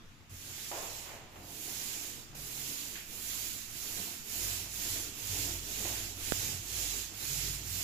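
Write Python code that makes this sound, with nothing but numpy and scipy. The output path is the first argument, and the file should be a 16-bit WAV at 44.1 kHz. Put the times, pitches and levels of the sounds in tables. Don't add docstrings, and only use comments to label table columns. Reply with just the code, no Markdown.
import sys
import numpy as np
from scipy import signal
from scipy.fft import rfft, irfft, next_fast_len
from scipy.io import wavfile
from scipy.ndimage import uniform_filter1d, map_coordinates

SR = 44100
rng = np.random.default_rng(int(sys.argv[2]) if len(sys.argv) > 2 else 0)


def dump(signal):
    limited = np.clip(np.atleast_2d(signal).T, -1, 1)
    pcm = np.round(limited * 32767).astype(np.int16)
    wavfile.write(sys.argv[1], SR, pcm)


def decibels_to_gain(level_db):
    exponent = np.asarray(level_db, float) / 20
    return 10 ** exponent


N = 345303


# f/Hz, level/dB (per Hz)
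FIZZ_SPECTRUM = [(530, -22.5), (900, -15.5), (1260, -14), (1490, -11.5), (1810, -10), (2590, -5),
                 (4280, -5.5), (5920, -4.5), (7010, -0.5), (7440, -2), (8390, -9), (9130, -9), (11700, -6),
                 (14600, -7.5), (15800, -12)]
# f/Hz, left-right level/dB
BODY_SHADOW = [(1000, 5.5), (2500, 3.5), (5000, -0.5), (15000, -1.5)]
# t/s, left-right level/dB
PAINTER_PAN = [(0, -6), (.5, -5.5), (.8, -7), (1.6, -8.5), (2.5, -6.5), (3.2, -8.5), (3.7, -8.5),
               (4.9, -6.5), (5.1, -7.5), (5.8, -7.5), (7.83, -9)]
# t/s, top level/dB
NAP_WETNESS = [(0.3, -1.5), (2, 0), (3.3, 1), (5, -0.5), (6.4, -2), (7.6, -1)]


def fizz():
    starts, _, strength_db, _, _ = np.transpose(STROKES)
    mean_db = strength_db.mean()
    wetness_db = np.interp(starts, *np.transpose(NAP_WETNESS))
    body_strength_db = mean_db + 0.82 * (strength_db - mean_db)
    level_db = effort(strength_db, law=1.056, rest_db=-74, echo_s=0.93)
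    top_db = effort(strength_db + wetness_db, law=1.01, rest_db=-75.5, echo_s=0.58, echo_db=-4.5, lead=0.93)
    body_db = effort(body_strength_db, law=0.86, rest_db=-63, echo_s=1)
    bright_db, full_db = top_db - level_db, body_db - level_db

    snaps_per_s = 4000
    snaps = (rng.random((2, N)) < snaps_per_s / SR) * rng.standard_normal((2, N))
    sound = 0.2 * unit(snaps) + patchy(patchy_db=1.0)
    sound = filtered(sound, lambda hz: decibels_to_gain(along(FIZZ_SPECTRUM, hz) + along(BODY_SHADOW, hz) * [[.5], [-.5]]))
    top = filtered(sound, lambda hz: np.clip((hz - 8200) / 1200, 0, 1))
    body = filtered(sound, lambda hz: np.clip((4200 - hz) / 1600, 0, 1))
    tilt = decibels_to_gain(bright_db - np.median(bright_db))
    fill = decibels_to_gain(full_db - np.median(full_db))
    coloured = (sound + (tilt - 1) * top + (fill - 1) * body) / np.std(sound)

    pan_db = over_time(PAINTER_PAN)
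    sides = decibels_to_gain(np.array([pan_db, -pan_db]) / 2)
    flutter = decibels_to_gain(0.34 * wobble(14))
    return decibels_to_gain(level_db + 4.0) * flutter * sides * coloured


# start t/s, end t/s, fizz level/dB at full speed,
# share of the swing already done on landing [0-1], rumble level/dB
STROKES = [(0.295, 1.225, -48, 0.07, -64), (1.29, 1.58, -63, 0.03, -57), (1.42, 2.283, -45.5, 0.02, -56.5),
           (2.348, 3.11, -46, 0.13, -58.5), (3.049, 3.74, -45, 0.05, -59.5),
           (3.688, 4.27, -45.5, 0.1, -57.5), (4.226, 4.715, -41.5, 0.02, -54.5),
           (4.69, 5.137, -41.5, 0.07, -54.5), (5.129, 5.66, -42, 0.04, -52.5),
           (5.617, 6.177, -42.5, 0.1, -52.5), (6.145, 6.643, -41, 0.04, -54.5),
           (6.612, 7.117, -41, 0.05, -55.5), (7.115, 7.641, -41, 0.01, -56.5),
           (7.613, 8.103, -42, 0.05, -58.5)]


def effort(peaks_db, law, rest_db, echo_s, echo_db=-2.5, lead=1):
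    t = np.arange(0, N / SR, .001)
    power = np.zeros(len(t))
    for (start, end, _, landed, _), db in zip(STROKES, peaks_db):
        u = (t - start) / (end - start)
        swing = landed + (1 - landed) * np.abs(u) ** lead
        speed = np.abs(np.sin(np.pi * swing))
        power += ((u >= 0) & (u < 1)) * decibels_to_gain(2 * db) * speed ** (2 * law)
    fade = decibels_to_gain(-120 * t / echo_s)
    echo = signal.fftconvolve(power, fade / fade.sum())[:len(t)]
    total = power + decibels_to_gain(2 * echo_db) * np.abs(echo) + decibels_to_gain(2 * rest_db)
    return np.interp(np.arange(N) / SR, t, 10 * np.log10(total))


# f/Hz, level/dB (per Hz)
ROLL_SPECTRUM = [(120, -12), (190, -4.5), (310, -1), (545, -6.5), (880, -6), (1240, -16), (2000, -17.5),
                 (4000, -44)]
# f/Hz, level/dB
MIDDLE_MODES = [(90, 0.5), (108, -4.5)]
UPPER_MODES = [(133, -0.5), (150, -7.5), (172, -12.5)]


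def drumming():
    low_db, middle_db, upper_db = leaning()
    roll_db = effort(np.transpose(STROKES)[4], law=1, rest_db=-66, echo_s=2.3)
    lowest_hz = 49.4
    t = np.arange(N) / SR

    def hum(hz, drift):
        return np.sqrt(2) * np.sin(2 * np.pi * hz * t + drift * wobble(9))

    def group(modes):
        return unit(sum(decibels_to_gain(db + 3.0 * wobble(12)) * hum(hz, drift=1.3) for hz, db in modes))

    modes = decibels_to_gain(low_db) * hum(lowest_hz, drift=0.97)
    modes = modes + decibels_to_gain(middle_db) * group(MIDDLE_MODES) + decibels_to_gain(upper_db) * group(UPPER_MODES)
    apart = 0.064 * decibels_to_gain(upper_db) * group(UPPER_MODES) + 0.22 * decibels_to_gain(low_db) * hum(lowest_hz, drift=1.5)
    rumble = unit(resonant(spread(patchy(patchy_db=1.5), ROLL_SPECTRUM)))
    rumble = decibels_to_gain(roll_db + 0.6 + 1.64 * wobble(25)) * rumble
    return modes * decibels_to_gain([[-.3], [.3]]) + apart * [[1], [-1]] + rumble


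# middle t/s, length t/s, lowest level/dB, middle level/dB, upper level/dB
LEANS = [(0.34, 0.098, -58, -57, -54.5), (.52, .2, -68, -57, -62), (0.88, 0.82, -62, -64.5, -64.5),
         (1.432, 0.17, -60, -55, -60.5), (1.89, 0.8, -63.5, -65, -64.5), (2.403, 0.16, -55, -67, -53),
         (2.6, 0.27, -59.5, -66, -59), (3.36, 0.48, -58.5, -59.5, -69), (3.903, 0.44, -64, -62, -74),
         (4.467, 0.19, -49.5, -51, -59), (4.668, 0.18, -56, -53.5, -58.5), (4.914, 0.36, -53, -53.5, -65),
         (2.92, .25, -61, -74, -65), (5.402, 0.26, -48.5, -44.5, -52.5), (5.57, 0.17, -49, -57, -59),
         (5.916, 0.51, -51, -50, -61.5), (6.37, 0.17, -54, -47.5, -57), (6.543, 0.17, -60, -50.5, -55),
         (6.853, 0.36, -48.5, -52.5, -62), (7.206, 0.26, -62, -56, -68), (7.475, 0.34, -46.5, -52, -49),
         (7.764, 0.22, -52, -47, -58)]
WALL_REST = [-81.5, -71, -76]


def leaning():
    t = np.arange(N) / SR
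    power = decibels_to_gain(2 * np.array(WALL_REST))[:, None] * np.ones(N)
    for s, length, *db in LEANS:
        near = slice(max(round((s - length) * SR), 0), round((s + length) * SR))
        swell = np.cos(np.pi * (t[near] - s) / length / 2) ** 4
        power[:, near] += decibels_to_gain(2 * np.array(db))[:, None] * swell
    return 10 * np.log10(power)


# f/Hz, width f/Hz, boost level/dB
ROOM_RESONANCES = [(192.5, 5.5, 11), (243, 8.3, 2), (286.3, 5.8, 9.5), (315, 9.6, 2.5), (347, 3.6, 10.5),
                   (414, 10.7, 6), (473, 15, 3), (695, 16.5, 5.5)]


def resonant(x):
    def gain(hz):
        peaks = [decibels_to_gain(2 * db) / (1 + (2 * (hz - centre) / width) ** 2) for centre, width, db in ROOM_RESONANCES]
        return np.sqrt(1 + sum(peaks))
    return filtered(x, gain)


# t/s, peak level/dB, t60 t/s, click level/dB, blow level/dB
FRAME_KNOCKS = [(0.58, -55, 0.4, 8, 6.5), (0.715, -32, 1, -18, 2.5), (1.058, -40.5, 1.17, -3, -5),
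                (1.325, -47, 0.4, -3, -6), (1.358, -45, 0.51, -8, 4), (2.33, -48, 0.4, -10, 0),
                (4.66, -46.5, 0.4, -22, 4), (2.956, -59, 0.43, 22.5, 3), (3.507, -64, 0.3, 1, -5),
                (5.192, -51, 0.4, -4, 1), (5.851, -35.5, 0.46, -1, -1), (5.956, -54, 0.64, 12, 6)]
# f/Hz, level/dB (per Hz)
HOLLOW_SPECTRUM = [(200, -31), (330, -5.5), (450, -7.5), (670, -2.5), (1000, -6), (1450, -14.5),
                   (2500, -15), (6000, -50)]
# f/Hz, level/dB (per Hz)
CLICK_SPECTRUM = [(800, -33), (1500, -6), (2500, -4), (4500, -12), (7000, -35), (12000, -55)]


def knocks():
    out = np.zeros((2, 2, N + SR))
    t = np.arange(SR // 2) / SR
    for s, db, t60, click_db, blow_db in FRAME_KNOCKS:
        blow = decibels_to_gain(blow_db - 60 * t / 0.051)
        tail = decibels_to_gain(-60 * t / t60) * (1 - np.exp(-t / 0.02))
        parts = decibels_to_gain([[[db]], [[db + click_db]]]) * rng.standard_normal((2, 2, len(t)))
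        at = round(s * SR)
        out[..., at:at + len(t)] += (blow + tail) * parts

    def colour(x, tone):
        return spread(x, tone) / np.std(spread(rng.standard_normal((2, N)), tone))

    hollow, click = out[..., :N]
    return decibels_to_gain([[-8], [-6]]) * (colour(hollow, HOLLOW_SPECTRUM) + colour(click, CLICK_SPECTRUM))


# t/s, spike level/dB, push level/dB
DROPLET = (6.32155, -8, -15.5)


def tick():
    s, spike_db, push_db = DROPLET
    t = np.arange(N) / SR - s

    def edge(at):
        return 1 / (1 + np.exp(-np.clip((t - at) / .00005, -50, 50)))

    spike = -decibels_to_gain(spike_db) * np.exp(-(t / .00003) ** 2)
    ripple = 1 - .3 * np.sin(2 * np.pi * 1800 * t + .5)
    push = (edge(.0002) - edge(.0012)) * ripple
    recovery = -.35 * edge(.0012) * np.exp(-np.abs(t) / .005)
    return np.array([0 * t, spike + decibels_to_gain(push_db) * (push + recovery)])


# f/Hz, level/dB (per Hz)
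QUIET_SPECTRUM = [(4.7, -33), (8.0, 6.5), (20, -5.5), (69, -17), (98, -7.5), (204, -18), (239, -7.5),
                  (272, -32.5), (621, -45), (909, -32), (1170, -22.5), (6940, -34.5), (15800, -68)]


def room_tone():
    drift_db = 1.2 * wobble(3)
    return decibels_to_gain(-56.5 + drift_db) * unit(spread(patchy(patchy_db=2.0), QUIET_SPECTRUM))


# f/Hz, correlation [0-1]
LIKENESS = [(60, 0.38), (250, 0.97), (500, 0.69), (1000, 0.15), (3000, 0.12)]


def spread(pair, spectrum):
    def response(hz):
        turn = np.arccos(np.clip(along(LIKENESS, hz), -1, 1)) / 2
        return decibels_to_gain(along(spectrum, hz)) * [np.cos(turn), np.sin(turn)]
    mid, side = filtered(pair, response)
    return np.array([mid + side, mid - side])


def patchy(patchy_db):
    z = signal.stft(rng.standard_normal((2, N)), nperseg=512)[2]
    field = uniform_filter1d(rng.standard_normal(z.shape[1:]), size=6, axis=0)
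    field = uniform_filter1d(field, size=10, axis=1)
    return signal.istft(z * decibels_to_gain(patchy_db * unit(field)), nperseg=512)[1][:, :N]


def unit(x):
    return x / np.sqrt(np.mean(x ** 2) + 1e-20)


def along(points, hz):
    f, v = np.transpose(points)
    return np.interp(np.log(hz + 1), np.log(f + 1), v)


def over_time(points):
    return np.interp(np.arange(N) / SR, *np.transpose(points))


def wobble(rate):
    knots = rng.standard_normal(int(N * rate / SR) + 4)
    return map_coordinates(knots, [np.arange(N) * rate / SR])


def filtered(x, response):
    m = next_fast_len(N + SR // 2)
    return irfft(rfft(x, m) * response(np.fft.rfftfreq(m, 1 / SR)), m)[..., :N]


def scene():
    return fizz() + drumming() + knocks() + tick() + room_tone()


# f/Hz, share of time lost [0-1]
DROPOUTS = [(2500, 0), (3500, .04), (6000, .015), (7700, .03), (8100, .3), (9500, .25), (10200, .02),
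            (15000, .02)]


def holes(x):
    hz, _, z = signal.stft(x, SR, nperseg=1024)
    field = uniform_filter1d(rng.standard_normal(z.shape[1:]), size=6, axis=0)
    field = uniform_filter1d(field, size=4, axis=1)
    rank = np.argsort(np.argsort(field, axis=1), axis=1) / field.shape[1]
    gain = np.where(rank < along(DROPOUTS, hz)[:, None], .03, 1)
    return signal.istft(z * gain, SR, nperseg=1024)[1][:, :N]


def roll_off(x):
    return signal.sosfilt(signal.butter(12, 16000, fs=SR, output="sos"), x)


def record(dry):
    mix = filtered(holes(dry), lambda hz: hz < 15500)
    return roll_off(mix)


dry = scene()
out = record(dry)
dump(out)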